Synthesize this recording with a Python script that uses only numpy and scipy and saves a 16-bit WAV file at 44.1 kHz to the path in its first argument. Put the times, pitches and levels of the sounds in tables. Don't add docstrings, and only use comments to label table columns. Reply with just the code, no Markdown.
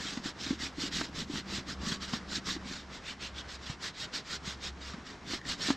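import sys
import numpy as np
from scipy import signal
from scipy.fft import rfft, irfft
from scipy.io import wavfile
from scipy.ndimage import uniform_filter1d

SR = 44100
rng = np.random.default_rng(int(sys.argv[2]) if len(sys.argv) > 2 else 0)


def unload_audio(sound):
    columns = np.transpose(np.atleast_2d(sound))
    steps = np.round(np.clip(columns, -1, 1) * 32767)
    wavfile.write(sys.argv[1], SR, steps.astype(np.int16))


N = 254016
TIME_S = np.arange(N) / SR
FRAME, HOP = 512, 128
FRAME_S = np.arange(N // HOP + 5)[:, None] * HOP / SR
BIN_HZ = np.fft.rfftfreq(FRAME, 1 / SR)

# full_speed_s, speeding_up_s, slowing_down_s, level_db (before layer trims)
STROKES = [(0.033, 0.047, 0.14, -39.5), (0.273, 0.037, 0.035, -38), (0.439, 0.048, 0.11, -40),
           (0.636, 0.036, 0.049, -36.5), (0.859, 0.072, 0.028, -36.5), (0.953, 0.029, 0.093, -34),
           (1.195, 0.044, 0.043, -38.5), (1.381, 0.076, 0.03, -39.5), (1.555, 0.064, 0.045, -37.5),
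           (1.704, 0.03, 0.033, -39.5), (1.916, 0.078, 0.044, -35.5), (2.032, 0.024, 0.039, -40),
           (2.093, 0.019, 0.051, -43), (2.137, 0.012, 0.043, -37.0), (2.367, 0.061, 0.024, -36),
           (2.49, 0.03, 0.056, -33), (2.705, 0.047, 0.1, -42), (2.953, 0.047, 0.041, -46.5),
           (3.099, 0.054, 0.04, -41.0), (3.24, 0.033, 0.05, -40.5), (3.393, 0.04, 0.028, -42.5),
           (3.524, 0.037, 0.041, -43.0), (3.713, 0.086, 0.034, -44.0), (3.852, 0.036, 0.044, -37),
           (4.037, 0.072, 0.022, -39.5), (4.152, 0.021, 0.046, -37.0), (4.342, 0.064, 0.03, -38),
           (4.485, 0.035, 0.051, -39.0), (4.669, 0.053, 0.029, -39.5), (4.863, 0.049, 0.072, -44.5),
           (5.074, 0.025, 0.07, -48.5), (5.335, 0.056, 0.044, -37.5), (5.51, 0.045, 0.039, -35.5),
           (5.657, 0.055, 0.069, -34)]
# frequency_hz, density_db
RUB_SPECTRUM = [(200, -7.5), (500, -7.5), (780, -12), (1250, -3.5), (1900, -0.5), (2400, -4.5), (3750, 1),
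                (5500, -2), (6200, -7), (7600, -9.5), (9200, -29.5), (12500, -33.5), (15000, -43)]
# time_s, pitch_hz, strength_db
HOLLOW = [(.1, 7400, 1.5), (.64, 5330, 0.5), (1.2, 3100, 1.5), (1.92, 3400, -2), (2.36, 4700, 2.5),
          (2.5, 5360, 1.5), (2.7, 1200, -0.5), (3.1, 2440, 5.5), (3.39, 3170, 7.5), (3.53, 3230, -3),
          (4.15, 4730, 2), (4.49, 3830, -1), (4.67, 1140, 2), (5.7, 1130, -1)]
BRIGHTER_DB_PER_OCTAVE_PER_DB, EVEN_DB = 0.15, -39
# centre_s, level_db, pitch_hz
CATCHES = [(0.945, -37, 4000), (1.922, -37, 3350), (2.357, -34, 4200), (2.508, -34, 3890),
           (3.251, -49, 2830), (3.387, -42, 3500)]
# frequency_hz, density_db
SLEEVE_SPECTRUM = [(30, -7), (100, -6.5), (160, 2), (270, 1.5), (350, -2), (480, -15.5), (800, -26),
                   (2000, -48)]
# time_s, relative_db
SLACK = [(0, -9.5), (.8, -7), (1.4, -2), (2.0, -8), (2.7, -8), (3.4, -17), (4.2, -30), (5.3, -5),
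         (5.7, -17.5)]
# yield_start_s, level_db (before pop and crack trims), pop_hz, crack_relative_db
FOLDS = [(0.17, -30, 247, -1), (0.255, -32.5, 284, -2), (0.462, -34.5, 273, 1), (0.504, -22, 258, -6.5),
         (0.526, -30, 296, -8.5), (0.779, -33, 288, -12), (0.833, -30, 277, -14), (1.008, -31, 290, 6.5),
         (1.295, -31, 293, -13), (1.352, -32, 205, 0.5), (1.868, -31.5, 214, -13), (1.917, -31.5, 199, 1),
         (2.132, -25, 210, -1.5), (2.376, -33.5, 250, -8), (2.561, -32.5, 311, -4),
         (2.655, -37.5, 232, -21), (2.709, -37.5, 270, -13), (3.695, -32.5, 138, -2.5),
         (4.473, -33.5, 174, -15), (4.938, -37.5, 194, 0), (4.977, -38, 240, -13), (5.331, -31, 298, 0.5),
         (5.683, -28, 281, 1), (5.7, -18.5, 273, -3.5)]
# frequency_hz, density_db
CRACK_SPECTRUM = [(200, 1.0), (900, 1.5), (1800, 3.5), (2600, -3.0), (4000, -2.5), (7500, -17),
                  (9300, -34), (15000, -60)]
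# start_s, envelope_peak_db, pitch_hz
TICKS = [(0.464, -32, 3680), (4.936, -37.5, 1250), (5.414, -40, 1832), (5.453, -36.5, 1860),
         (5.703, -26, 970)]
# frequency_hz, side_filter_db
SCATTER_WIDTH = [(300, -44), (650, -15.5), (1000, -44), (1500, -18), (2000, -22), (3400, -17), (4200, -23),
                 (7200, -36.5), (8600, -15), (10200, -4.5), (11400, -8), (12500, -23)]
# time_s, level_db (before trim and throb)
HUM_LEVEL = [(0.0, -57), (0.24, -66), (0.66, -45.5), (0.75, -55.5), (1.14, -50.5), (1.72, -58),
             (1.81, -43.5), (1.91, -57.5), (2.68, -52.5), (2.74, -59.5), (3.69, -48), (3.95, -72),
             (4.57, -47.5), (4.88, -51), (4.97, -62), (5.76, -60)]
HUM_HZ, HUM_SHARP_HZ, HUM_SETTLE_S = 66.9, 4.05, 1.515
DRONE_HZ, DRONE_REST_DB = 193.6, -65.5
DRONE_SWELL_S, DRONE_SWELL_LENGTH_S, DRONE_SWELL_DB = 2.08, 1.48, -53
# start_s, length_s, first_hz, last_hz, level_db
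WHISTLES = [(1.746, 0.3, 1147, 1115, -53), (3.287, 0.24, 1580, 1540, -58.5), (5.37, 0.15, 1830, 1810, -59),
            (5.596, 0.2, 1770, 1750, -51)]
# frequency_hz, density_db
AIR_SPECTRUM = [(20, -15), (45, -3.5), (100, -4.5), (180, -1), (300, -5), (550, -11), (1150, -9.5),
                (2000, -13.5), (2600, -19.5), (5500, -22.5), (7500, -31), (9300, -44.5), (15000, -66)]
AIR_DB = -50
# frequency_hz, side_minus_mid_db
AIR_WIDTH = [(60, -20.5), (350, -16.5), (1000, -28.5), (1450, -9), (3300, -12), (4500, -20), (7000, -26),
             (10000, -2)]
# frequency_hz, left_minus_right_db
PORT_LEAN = [(1100, 0), (1450, 1.8), (1700, 0.8), (2400, 0.5), (3100, 0), (3900, -2), (5000, -2),
             (6500, -0.3), (12000, -0.5)]
EDGE_HZ = 15500


def amp(db):
    return 10 ** (np.asarray(db) / 20)


def unit(x):
    return x / np.sqrt(np.mean(abs(x) ** 2) + 1e-20)


def read(points, hz):
    f, value = np.transpose(points)
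    return np.interp(np.log(hz + 1), np.log(f + 1), value)


def follow(points, s):
    times, *columns = np.transpose(points)
    return [np.interp(s, times, column) for column in columns]


def colour(x, points):
    gain = amp(read(points, np.fft.rfftfreq(x.shape[-1], 1 / SR)))
    return irfft(rfft(x) * gain, x.shape[-1])


def wander(rate_hz):
    hz = np.fft.rfftfreq(N, 1 / SR)
    return unit(irfft(rfft(rng.standard_normal(N)) / np.sqrt(1 + (hz / rate_hz) ** 4), N))


def add(mix, s, sound):
    part = mix[max(round(s * SR), 0):][:len(sound)]
    part += sound[:len(part)]


def speed(t, s, rise_s, fall_s, squareness=2.35):
    return np.exp(-abs((t - s) / np.where(t < s, rise_s, fall_s)) ** squareness)


def slips(per_s, spread_db, smooth):
    sizes = amp(spread_db * np.minimum(rng.exponential(1, N), 5))
    clicks = sizes * rng.choice([-1, 1], N) * (rng.random(N) < per_s / SR)
    return unit(unit(clicks) + smooth * rng.standard_normal(N))


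def rubbing(level_db=-0.61, grip_db=1.1, patchy_db=1.66, fleck_db=3, hollow_octaves=0.28, brightening=0.13):
    octaves = np.log2(np.maximum(BIN_HZ, 700) / 3800)
    steepness = np.maximum(1 + brightening * octaves, .2)
    power = 0
    for s, rise_s, fall_s, db in STROKES:
        tilt_db = BRIGHTER_DB_PER_OCTAVE_PER_DB * (db - EVEN_DB) * octaves
        hollow_hz, hollow_db = follow(HOLLOW, s)
        hollow = np.exp(-(np.log2((BIN_HZ + 1) / hollow_hz) / hollow_octaves) ** 2)
        tone = unit(amp(read(RUB_SPECTRUM, BIN_HZ) + tilt_db + hollow_db * hollow))
        envelope = speed(FRAME_S, s, rise_s, fall_s) ** steepness
        power = power + (amp(db) * tone * envelope) ** 2
    drive = slips(per_s=7000, spread_db=1.5, smooth=1.04) * amp(grip_db * wander(rate_hz=31))
    patches = uniform_filter1d(rng.standard_normal(power.shape), size=12, axis=0)
    patches = unit(uniform_filter1d(patches, size=3, axis=1))
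    flecks = np.maximum(patches - 1.5, 0)
    gain = (np.sqrt(power) * amp(patchy_db * patches + fleck_db * flecks)).T
    z = signal.stft(drive, nperseg=FRAME, noverlap=FRAME - HOP)[2]
    hiss = signal.istft(z * gain[:, :z.shape[-1]], nperseg=FRAME, noverlap=FRAME - HOP)[1]
    return amp(level_db) * hiss[:N]


def catches(chirp_s=0.0056, fuzz=.06):
    out = np.zeros(N)
    for s, db, hz in CATCHES:
        turns = np.cumsum(hz * (1 + fuzz * wander(rate_hz=540))) / SR
        envelope = np.exp(-((TIME_S - s) / chirp_s) ** 2)
        out += amp(db) * envelope * np.sin(2 * np.pi * turns)
    return np.sqrt(2) * out


def flutter(level_db=-1, linger=1.42, lumpy_db=3.0):
    t = FRAME_S[:, 0]
    power = 0
    for s, rise_s, fall_s, db in STROKES:
        power = power + (amp(db) * speed(t, s, rise_s * linger, fall_s * linger)) ** 2
    ripples = colour(slips(per_s=700, spread_db=1.9, smooth=0.68), SLEEVE_SPECTRUM)
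    ripples = unit(ripples * amp(lumpy_db * wander(rate_hz=31)))
    slack_db, = follow(SLACK, TIME_S)
    return amp(level_db + slack_db) * np.interp(TIME_S, t, np.sqrt(power)) * ripples


def folds(pop_db=0.7, swell_s=0.00457, ring_db=-17, ring_s=0.015,
          crack_s=0.0066, crack_rise_s=0.0035, yield_s=0.00123):
    t, out = np.arange(4096) / SR, np.zeros(N)
    swing = (t / swell_s * np.exp(1 - t / swell_s)) ** 3
    ring = amp(ring_db) * (1 - np.exp(-t / swell_s)) * np.exp(1 - t / ring_s)
    crack_envelope = np.exp(-t / crack_s) * (1 - np.exp(-t / crack_rise_s))
    for s, db, hz, crack_db in FOLDS:
        pop = (swing + ring) * np.cos(2 * np.pi * hz * (t - swell_s))
        crack = unit(colour(rng.standard_normal(len(t)), CRACK_SPECTRUM)) * crack_envelope
        add(out, s + yield_s, amp(db) * (amp(pop_db) * pop + amp(crack_db) * crack))
    return out


def ticks(ring_s=0.0012, grit_db=-11):
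    t, out = np.arange(1024) / SR, np.zeros(N)
    envelope = t / ring_s * np.exp(1 - t / ring_s)
    for s, db, hz in TICKS:
        grit = amp(grit_db) * unit(colour(rng.standard_normal(len(t)), RUB_SPECTRUM))
        add(out, s, amp(db) * envelope * (np.sin(2 * np.pi * hz * t) + grit))
    return out


def scattered(x, decay_s=0.0044):
    t = np.arange(2048) / SR
    echoes = rng.standard_normal(len(t)) * np.exp(-t / decay_s)
    echoes = echoes / np.linalg.norm(echoes)
    side = colour(signal.oaconvolve(x, echoes)[:N], SCATTER_WIDTH)
    return np.array([x + side, x - side])


def hum(hum_db=-1.0, waver=0.0088, throb_db=3.0):
    db, = follow(HUM_LEVEL, TIME_S)
    hz = HUM_HZ + HUM_SHARP_HZ * np.exp(-TIME_S / HUM_SETTLE_S)
    level = amp(db + hum_db + throb_db * wander(rate_hz=6.6))
    low = level * np.sin(2 * np.pi * np.cumsum(hz) / SR)
    turns = np.cumsum(DRONE_HZ * (1 + waver * wander(rate_hz=4.6))) / SR
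    swell = np.exp(-abs(2 * (TIME_S - DRONE_SWELL_S) / DRONE_SWELL_LENGTH_S) ** 6)
    drone = (amp(DRONE_REST_DB) + amp(DRONE_SWELL_DB) * swell) * np.sin(2 * np.pi * turns)
    return np.sqrt(2) * (low + drone)


def whistles(fuzz=.025):
    out = np.zeros(N)
    for s, length_s, first_hz, last_hz, db in WHISTLES:
        along = np.clip((TIME_S - s) / length_s, 0, 1)
        hz = (first_hz + (last_hz - first_hz) * along) * (1 + fuzz * wander(rate_hz=79.7))
        out += amp(db) * np.sin(np.pi * along) * np.sin(2 * np.pi * np.cumsum(hz) / SR)
    return np.sqrt(2) * out


def air(sway_db=1.5):
    mid, side = (unit(colour(noise, AIR_SPECTRUM)) for noise in rng.standard_normal((2, N)))
    side = colour(side, AIR_WIDTH)
    return amp(AIR_DB + sway_db * wander(rate_hz=7.2)) * np.array([mid + side, mid - side])


def scene():
    jacket = rubbing() + catches() + flutter() + folds() + ticks()
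    return scattered(jacket) + hum() + whistles() + air()


def record(dry):
    lean_db = read(PORT_LEAN, np.fft.rfftfreq(N, 1 / SR)) / 2
    heard = irfft(rfft(dry) * amp([lean_db, -lean_db]), N)
    lowpass = signal.firwin(511, EDGE_HZ, window=("kaiser", 9), fs=SR)
    return signal.oaconvolve(heard, lowpass[None], "same")


dry = scene()
out = record(dry)
unload_audio(out)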